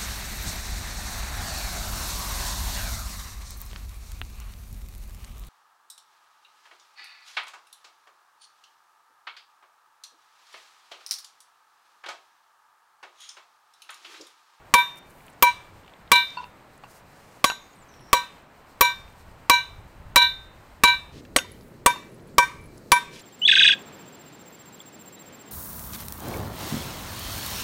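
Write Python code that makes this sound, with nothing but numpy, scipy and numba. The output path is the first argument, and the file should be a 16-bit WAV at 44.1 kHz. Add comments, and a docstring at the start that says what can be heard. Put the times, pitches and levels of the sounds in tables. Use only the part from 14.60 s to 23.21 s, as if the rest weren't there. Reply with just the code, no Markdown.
"""Outdoors, a hand hammer strikes a hot steel rod on a steel block. Each blow knocks dully, pings the
head and rings the block; rocks and trees answer. The rod taps as it bounces or is turned, something small
tinks, cloth crackles and a thin whistle passes, over wind, a drone, a far rush and a rustle.
The start of each blow clips, then the gain control ducks and lets go again."""
import sys
import numpy as np
from scipy import signal
from scipy.fft import rfft, irfft, next_fast_len
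from scipy.io import wavfile
from scipy.ndimage import uniform_filter1d, map_coordinates
from numba import njit

SR = 44100
rng = np.random.default_rng(int(sys.argv[2]) if len(sys.argv) > 2 else 0)


def put_to_file(sound):
    """Save the sound as 16-bit audio at rate SR, in the file named by the first command-line argument."""
    columns = np.atleast_2d(sound).T  # one column per channel
    safe = np.clip(columns, -1, 1)
    whole_steps = np.round(safe * 32767)
    wavfile.write(sys.argv[1], SR, whole_steps.astype(np.int16))


N = 379701
STEP_S = 6.525  # the background steps in level and the block's ring cuts off


def amp(db):
    """dB to gain."""
    return 10 ** (np.asarray(db) / 20)


def unit(x):
    """Scale to rms 1."""
    return x / np.sqrt(np.mean(x ** 2) + 1e-20)


def along(points, hz):
    """Interpolate (frequency [Hz], value) points on a log axis."""
    knots_hz, values = np.transpose(points)
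    return np.interp(np.log(hz + 1), np.log(knots_hz + 1), values)


def wobble(rate_hz):
    """Smooth random curve, rate_hz knots a second."""
    knots = rng.standard_normal(int(N * rate_hz / SR) + 4)
    return map_coordinates(knots, [np.arange(N) * rate_hz / SR])


def coloured(x, response):
    """Filter x by the gain response(hz)."""
    size = next_fast_len(len(x) + 8192)
    return irfft(rfft(x, size) * response(np.fft.rfftfreq(size, 1 / SR)), size)[:len(x)]


def noise(response, size):
    """Filtered noise, rms 1."""
    return unit(coloured(rng.standard_normal(size), response))


def hiss(spectrum, size):
    """Noise shaped by (frequency [Hz], density [dB]) points."""
    return noise(lambda hz: amp(along(spectrum, hz)), size)


def band_noise(centre_hz, log_width, size):
    """Noise in a Gaussian band on a natural-log frequency axis."""
    return noise(lambda hz: np.exp(-(np.log((hz + 1) / centre_hz) / log_width) ** 2), size)


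def flutter(width_hz, size):
    """Low-pass noise for modulation."""
    return noise(lambda hz: np.exp(-(hz / width_hz) ** 2), size)


def ring(modes, t, scatter_db):
    """Damped sines, each at a randomly scattered level."""
    return sum(amp(db + scatter_db * rng.standard_normal() - 60 * t / t60_s) * np.sin(2 * np.pi * hz * t)
               for hz, db, t60_s in modes)


def add(track, start_s, sound):
    """Mix a sound in at start_s."""
    part = track[round(start_s * SR):][:len(sound)]
    part += sound[:len(part)]


def yard(x, wet_db):
    """Add a diffuse echo from rocks and trees; its decay depends on frequency."""
    decay = [(200, 0.15), (2000, 0.59), (6000, 0.49), (15000, 0.33)]  # echo: (frequency [Hz], t60 [s])
    hz, t, bins = signal.stft(rng.standard_normal(len(x)), SR, nperseg=256)
    tail = signal.istft(bins * amp(-60 * t / along(decay, hz)[:, None]), SR, nperseg=256)[1]
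    return x + amp(wet_db) * signal.fftconvolve(x, tail / np.linalg.norm(tail))[:len(x)]


def air():
    """Wind hits the microphone in lumps; drone and far rush drift; the rustle flickers."""
    gusts = [(0.0, -60), (0.43, -62), (0.91, -59.5), (1.15, -62.5), (3.64, -62.5), (3.88, -64.5),
             (4.44, -52.5), (5.08, -47.5), (5.73, -50.5), (5.83, -53), (8.39, -57), (8.61, -58)]  # wind: (time [s], level [dB])
    # noise spectra: (frequency [Hz], density [dB])
    wind = [(15, -8), (40, -3), (100, -5), (200, -17.5), (400, -56.5)]
    drone = [(60, -29), (120, -2), (250, -5.5), (450, -7.5), (650, -15.5), (1000, -58)]
    rush = [(300, -20.5), (550, 2.5), (900, 4), (1500, -1), (2500, -7), (4000, -16.5), (6000, -61.5)]
    rustle = [(2500, -39.5), (4000, 5.5), (6000, -1), (8500, 0.5), (10000, -8), (14000, -2.5),
              (15900, -7.5), (16300, -28.5)]
    t = np.arange(N) / SR
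    wind_db = np.interp(t, *np.transpose(gusts))
    drone_db = np.where(t > STEP_S, -48, -58)
    rush_db = np.where(t > STEP_S, -58.5, -54.5)
    return (amp(wind_db + 2.5 * wobble(14) + 2.1 * wobble(2.5)) * hiss(wind, N)
            + amp(drone_db + 0.71 * wobble(24) + 0.82 * wobble(4.6)) * hiss(drone, N)
            + amp(rush_db + 0.42 * wobble(15)) * hiss(rush, N)
            + amp(-67 + 1.3 * wobble(20) + 0.89 * wobble(3)) * hiss(rustle, N))


def whistle():
    """A thin gliding tone, made fuzzy by random flutter."""
    glides = [
        [(3.0, 6500, -56), (3.1, 6600, -67), (3.15, 6800, -60), (3.16, 9100, -65), (3.212, 7900, -62),
         (3.222, 7250, -59), (3.245, 7100, -67)],
        [(3.28, 6340, -57), (3.325, 5700, -60), (3.42, 5550, -61), (3.53, 5540, -59)],
        [(7.74, 7200, -62), (7.765, 7800, -70)],
    ]  # one list a glide: (time [s], frequency [Hz], level [dB])
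    out = np.zeros(N)
    for glide in glides:
        times_s, hz, db = np.transpose(glide)
        t = np.arange(times_s[0], times_s[-1], 1 / SR)
        fuzz = 0.083 + flutter(width_hz=330, size=len(t))
        tone = np.sin(2 * np.pi * np.cumsum(np.interp(t, times_s, hz)) / SR)
        envelope = amp(np.interp(t, times_s, db)) * signal.windows.tukey(len(t), 0.1)
        add(out, times_s[0], envelope * fuzz * tone)
    return out


def cloth():
    """Cloth crackles in short noise snaps, some placed, faint ones at random, and rubs in swells."""
    snaps = [(.358, -51, 9900), (.5, -57, 10000), (.506, -52, 8560), (.606, -48, 2520), (.666, -50.5, 8970),
             (.682, -44.5, 2495), (.7, -53, 9000), (.735, -58, 7040), (1.235, -55, 2800),
             (1.247, -51, 2800), (1.263, -54, 2960), (1.279, -43, 2740), (1.295, -48, 2800),
             (1.337, -46, 2800), (1.477, -48, 3000), (1.705, -44, 5000), (2.178, -54, 8430),
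             (3.291, -60, 3000), (3.34, -48, 2400), (3.364, -64, 3020), (3.395, -48, 2800),
             (3.41, -58, 3000), (3.781, -50, 2300), (3.801, -51, 2250), (4.479, -47, 2500),
             (4.687, -52, 2660), (5.525, -58.5, 2500), (7.01, -51.5, 4470), (7.024, -56, 3960),
             (7.595, -54, 2960), (7.686, -51.5, 3280), (8.179, -47.5, 5970)]  # crackles: (time [s], level [dB], centre [Hz])
    rubs = [(.365, 0.031, -54, 9000), (0.416, 0.35, -66, 12000), (1.616, 0.26, -54, 2444),
            (1.836, 0.09, -67, 9000), (2.26, 0.17, -60, 7300), (2.447, 0.43, -64, 5350),
            (6.512, 0.11, -53.5, 2770), (6.84, 0.34, -66, 12000), (8.477, 0.25, -49.5, 3240)]  # rubs: (time [s], length [s], level [dB], centre [Hz])
    out, t = np.zeros(N), np.arange(SR // 30) / SR
    when, strength, pitch = rng.random((60, 3)).T
    faint = zip(when * N / SR, -68 + 7 * strength, 2500 * 5 ** pitch)
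    for start_s, db, centre_hz in [*snaps, *faint]:
        fade = amp(db - 60 * t / 0.016)
        add(out, start_s, fade * band_noise(centre_hz, log_width=0.35, size=len(t)))
    for start_s, length_s, db, centre_hz in rubs:
        size = int(length_s * SR)
        swell = signal.windows.tukey(size, 0.6) * amp(1.5 * wobble(58)[:size])
        add(out, start_s, amp(db) * swell * band_noise(centre_hz, log_width=0.88, size=size))
    return out


def tinks():
    """Tiny metallic ticks: a click and a high ring."""
    ticks = [(3.408, -50), (6.918, -34), (7.011, -54.5), (7.3861, -46), (7.4991, -53), (7.519, -48),
             (7.544, -48), (7.624, -53), (7.674, -50), (7.94, -57), (8.0143, -48), (8.0396, -47),
             (8.0587, -46), (8.1753, -45), (8.5945, -44)]  # (time [s], level [dB])
    modes = [(9750, -12, .03), (10830, -13, 0.04), (11000, -10, 0.055)]  # small metal: (frequency [Hz], level [dB], t60 [s])
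    out, t = np.zeros(N), np.arange(SR // 8) / SR
    for start_s, db in ticks:
        click = amp(-14 - 60 * t / 0.005) * rng.standard_normal(len(t))
        add(out, start_s, amp(db) * (ring(modes, t, scatter_db=2) + click))
    return out


def rod():
    """The rod chatters on the block, so its ring is rough; the grip mutes its modes more or less."""
    # rod on block: (time [s], low mode [dB], upper modes [dB], click [dB], t60 factor)
    taps = [(1.771, -32, -48.5, -52, 1.4), (1.788, -39, -70, -56, 3.6), (1.833, -46, -64, -58, 1.2),
            (1.841, -44, -54, -47, 1.1), (2.237, -38, -55, -48, 0.73), (2.9001, -18, -24.5, -30, 0.24),
            (2.919, -25, -50, -36, 0.15), (6.275, -32, -40, -14, .3), (6.651, -67, -63.5, -45, 0.47),
            (6.7863, -25.5, -29.5, -15.5, 0.28), (6.845, -40.5, -66, -53, 0.83),
            (7.278, -64, -32.5, -20, .2), (7.359, -36, -54, -53, 0.55)]
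    free_modes = [(980, 6.5, 0.054), (1445, 4, 0.21), (2710, 12.5, 0.089), (4440, 6.5, 0.056)]  # rod: (frequency [Hz], level [dB], t60 [s])
    out, t = np.zeros(N), np.arange(SR // 5) / SR
    rise = 1 - np.exp(-t / 0.00027)
    for start_s, low_db, upper_db, click_db, t60_factor in taps:
        chatter = 1 + 0.65 * flutter(width_hz=150, size=len(t))
        modes = [(hz, db, t60_s * t60_factor) for hz, db, t60_s in free_modes]
        low = amp(low_db) * ring(modes[:1], t, scatter_db=0)
        upper = amp(upper_db) * ring(modes[1:], t, scatter_db=2)
        click = amp(click_db - 60 * t / 0.02) * band_noise(centre_hz=2200, log_width=0.85, size=len(t))
        add(out, start_s, rise * (chatter * (low + upper) + click))
    return out


def block(t, t60_factor, landing_s, controls):
    """The steel block rings in mode families; the rod damps them on landing again."""
    families = [
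        [(969, 0, .152)],
        [(1550, 0, .26), (1846, -14, .3)],
        [(2330, 0, .18), (3160, -19, .15)],
        [(3637, 0, .4), (13240, -15, .24)],
        [(2871, -12, .22), (3925, 0, .2), (3969, -2, .19), (4217, -19, .2)],
        [(5615, -10, .22), (5714, 0, .15), (5997, -10, .13), (6487, -2, .15), (6892, -3, .14), (7224, -8, .1),
         (7815, -6, .14), (8638, -8, .12), (9421, -16, .11), (10250, -16, .11), (10950, -14, .13),
         (11510, -12, .16), (11850, -16, .11), (12600, -17, .1)],
    ]  # modes, one list a family: (frequency [Hz], level [dB], free t60 [s])
    # per family: (usual level [dB], loss under the rod [dB/s],
    #   then gain per unit of glancing, spot along block, tone colour 1, tone colour 2 [dB])
    responses = [(-3.5, 360, -23.5, 6, -2.9, 0.5), (-14.0, 282, -13, 0.9, 3, 5.1),
                 (-9.5, 328.5, -37, 3, -1.2, 0.85), (-26, 48, -8.5, -2.1, 10, -4),
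                 (-22, 93, -17, -24, 1, 3.8), (-27, 45.0, 1.4, 1.7, 2.2, 4)]
    steel = 0
    for family, (usual_db, loss_db_per_s, *control_db) in zip(families, responses):
        modes = [(hz, db, t60_s * t60_factor) for hz, db, t60_s in family]
        level_db = usual_db + np.dot(control_db, controls) - loss_db_per_s * np.maximum(t - landing_s, 0)
        steel += amp(level_db) * ring(modes, t, scatter_db=0.7 + len(modes) / 4)
    return steel


def hammer():
    """Each blow: block ring, thud, knock, handle jar, a crack with a rattle of scale, head pings."""
    # (time [s], block t60 factor, rod lands after [s], thud [dB], knock [dB], jar [dB], 3 pings [dB],
    #   then controls [-1..1, 0 = usual]: glancing, spot along block, tone colour 1, tone colour 2)
    # colour 1: more 3637 Hz ring; colour 2: more 1550 Hz and treble ring against 3637 Hz
    blows = [(0.1389, 1.5, 0.076, -4, 15, -8.5, -20, -13.5, -45.5, -0.16, -0.088, 0.19, -1.0),
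             (0.8245, 1.44, 0.071, -7.5, 12.0, -20.5, -21, 1.5, -44, -0.06, -0.14, -1.0, -0.22),
             (1.5167, 1.44, 0.11, -12, 13.5, -15.5, -24, -13.5, -28.5, -0.2, -0.45, 0.39, -0.54),
             (2.842, 1.88, 0.076, -19, 6, -3.5, -36, -28.5, -19.5, 0.72, -0.36, -0.44, 0.32),
             (3.53, 1.15, 0.14, -6.5, 9.5, -0.5, -33.5, -13.5, -43, 0.13, -0.29, -0.65, -0.4),
             (4.2094, 1.47, 0.11, -3, 12, -8, -24, 0.5, -40, 0.03, -0.27, -0.068, -0.035),
             (4.8968, 1.5, 0.11, -10, 13, -19, -40.5, -7, -31, -0.03, -0.45, -0.49, 0.17),
             (5.559, 1.5, 0.11, -6, 12, -13.5, -19.5, -4, -46, -0.26, -0.53, 0.52, 0.19),
             (6.236, 1.45, 0.11, -9, 14.5, -4.5, -22.5, -20, -39.5, -0.17, -0.49, -0.17, -0.019),
             (6.762, 0.73, 0.059, -9.5, -1.5, 0, -30.5, -30.5, -7.5, 1.0, 0.19, 0.54, -0.2),
             (7.261, 0.93, 0.045, -4, 14, 1.5, -24, -31, 1.5, 0.016, 0.84, 0.03, -0.93),
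             (7.782, 0.89, 0.057, -4.5, 14, 0, -28.0, -33.5, -22, -0.055, 0.97, 0.26, 0.7),
             (8.3181, 0.89, 0.058, -8, 13.5, -3, -13.5, -30.5, -22.5, -0.23, 0.45, 0.44, 0.48)]
    # modes: (frequency [Hz], level [dB], t60 [s])
    thud_modes = [(454, -7.5, 0.051), (525, -5.5, 0.078)]  # block's dull low modes
    knock_modes = [(1125.4, -3, 0.032)]  # hammer on soft rod
    handle_modes = [(297, -12.5, 0.035), (592, -0.5, 0.024), (703, -1.5, 0.023)]  # wooden handle
    soil_modes = [(45, -14.5, 0.04)]  # block pushing into soil
    head_pings = [
        [(10049, 5, .11)],
        [(13575, 3, .045)],
        [(8471, 4, .035)],
    ]  # hammer head, one list a ping
    crack_spectrum = [(30, -26), (200, -14), (600, -14), (2300, -4.5), (4200, -11), (8500, -15.5),
                      (12000, -19.5), (15500, -20.5), (16500, -41.5)]  # impact noise: (frequency [Hz], density [dB])
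    out, t = np.zeros(N), np.arange(SR // 2) / SR
    rise = 1 - np.exp(-t / 0.0014)
    for start_s, t60_factor, landing_s, thud_db, knock_db, jar_db, *rest in blows:
        pings_db, controls = rest[:3], rest[3:]
        glancing = controls[0]
        steel = block(t, t60_factor, landing_s, controls)
        thud = amp(thud_db) * ring(thud_modes, t, scatter_db=1.5)
        knock = amp(knock_db) * ring(knock_modes, t, scatter_db=1.5)
        jar = amp(jar_db) * ring(handle_modes, t, scatter_db=1.5)
        fade = amp(-60 * t / 0.016) + amp(-25.5 - 60 * t / 0.12)  # sharp crack, slower rattle
        crack = amp(9 - 6.5 * glancing) * fade * hiss(crack_spectrum, len(t))
        gate = (start_s > STEP_S) | (start_s + t < STEP_S)
        add(out, start_s, gate * yard(rise * steel, wet_db=-26.5))
        push = amp(-10.5 * glancing) * ring(soil_modes, t, scatter_db=1)
        add(out, start_s, yard(rise * (thud + knock + jar + crack), wet_db=-26.5) + push)
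        pings = sum(amp(db) * ring(modes, t, scatter_db=1) for db, modes in zip(pings_db, head_pings))
        add(out, start_s, rise * pings)
    return out


def scene():
    """All sources at one microphone."""
    return (hammer() + rod() + tinks() + cloth() + whistle() + air())[None]


@njit
def duck(need_db, attack_s, hold_s, release_db_per_s):
    """Gain [dB] sinks towards the need, holds, then climbs back at a steady rate."""
    out, gain_db, wait = np.empty_like(need_db), 0.0, 0.0
    for i in range(len(need_db)):
        if need_db[i] < gain_db:
            gain_db += (need_db[i] - gain_db) / (attack_s * SR)
            wait = hold_s * SR
        elif wait > 0:
            wait -= 1
        else:
            gain_db = min(need_db[i], gain_db + release_db_per_s / SR)
        out[i] = gain_db
    return out


def record(dry):
    """Gain control too slow for the attack, so the first cycles clip; then a band limit."""
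    threshold_db, ceiling, top_hz = -11.5, 0.47, 17140
    level_db = 10 * np.log10(np.abs(uniform_filter1d(dry[0] ** 2, size=256)) + 1e-12)
    need_db = -0.9 * np.maximum(level_db - threshold_db, 0)
    ducked = dry[0] * amp(duck(need_db, attack_s=0.015, hold_s=0.023, release_db_per_s=600))
    clipped = ducked / (1 + np.abs(ducked / ceiling) ** 6) ** (1 / 6)
    return coloured(clipped, lambda hz: (hz < top_hz) * amp(-22 * np.clip((hz - 15600) / 900, 0, 1)))[None]


dry = scene()
out = record(dry)
put_to_file(out)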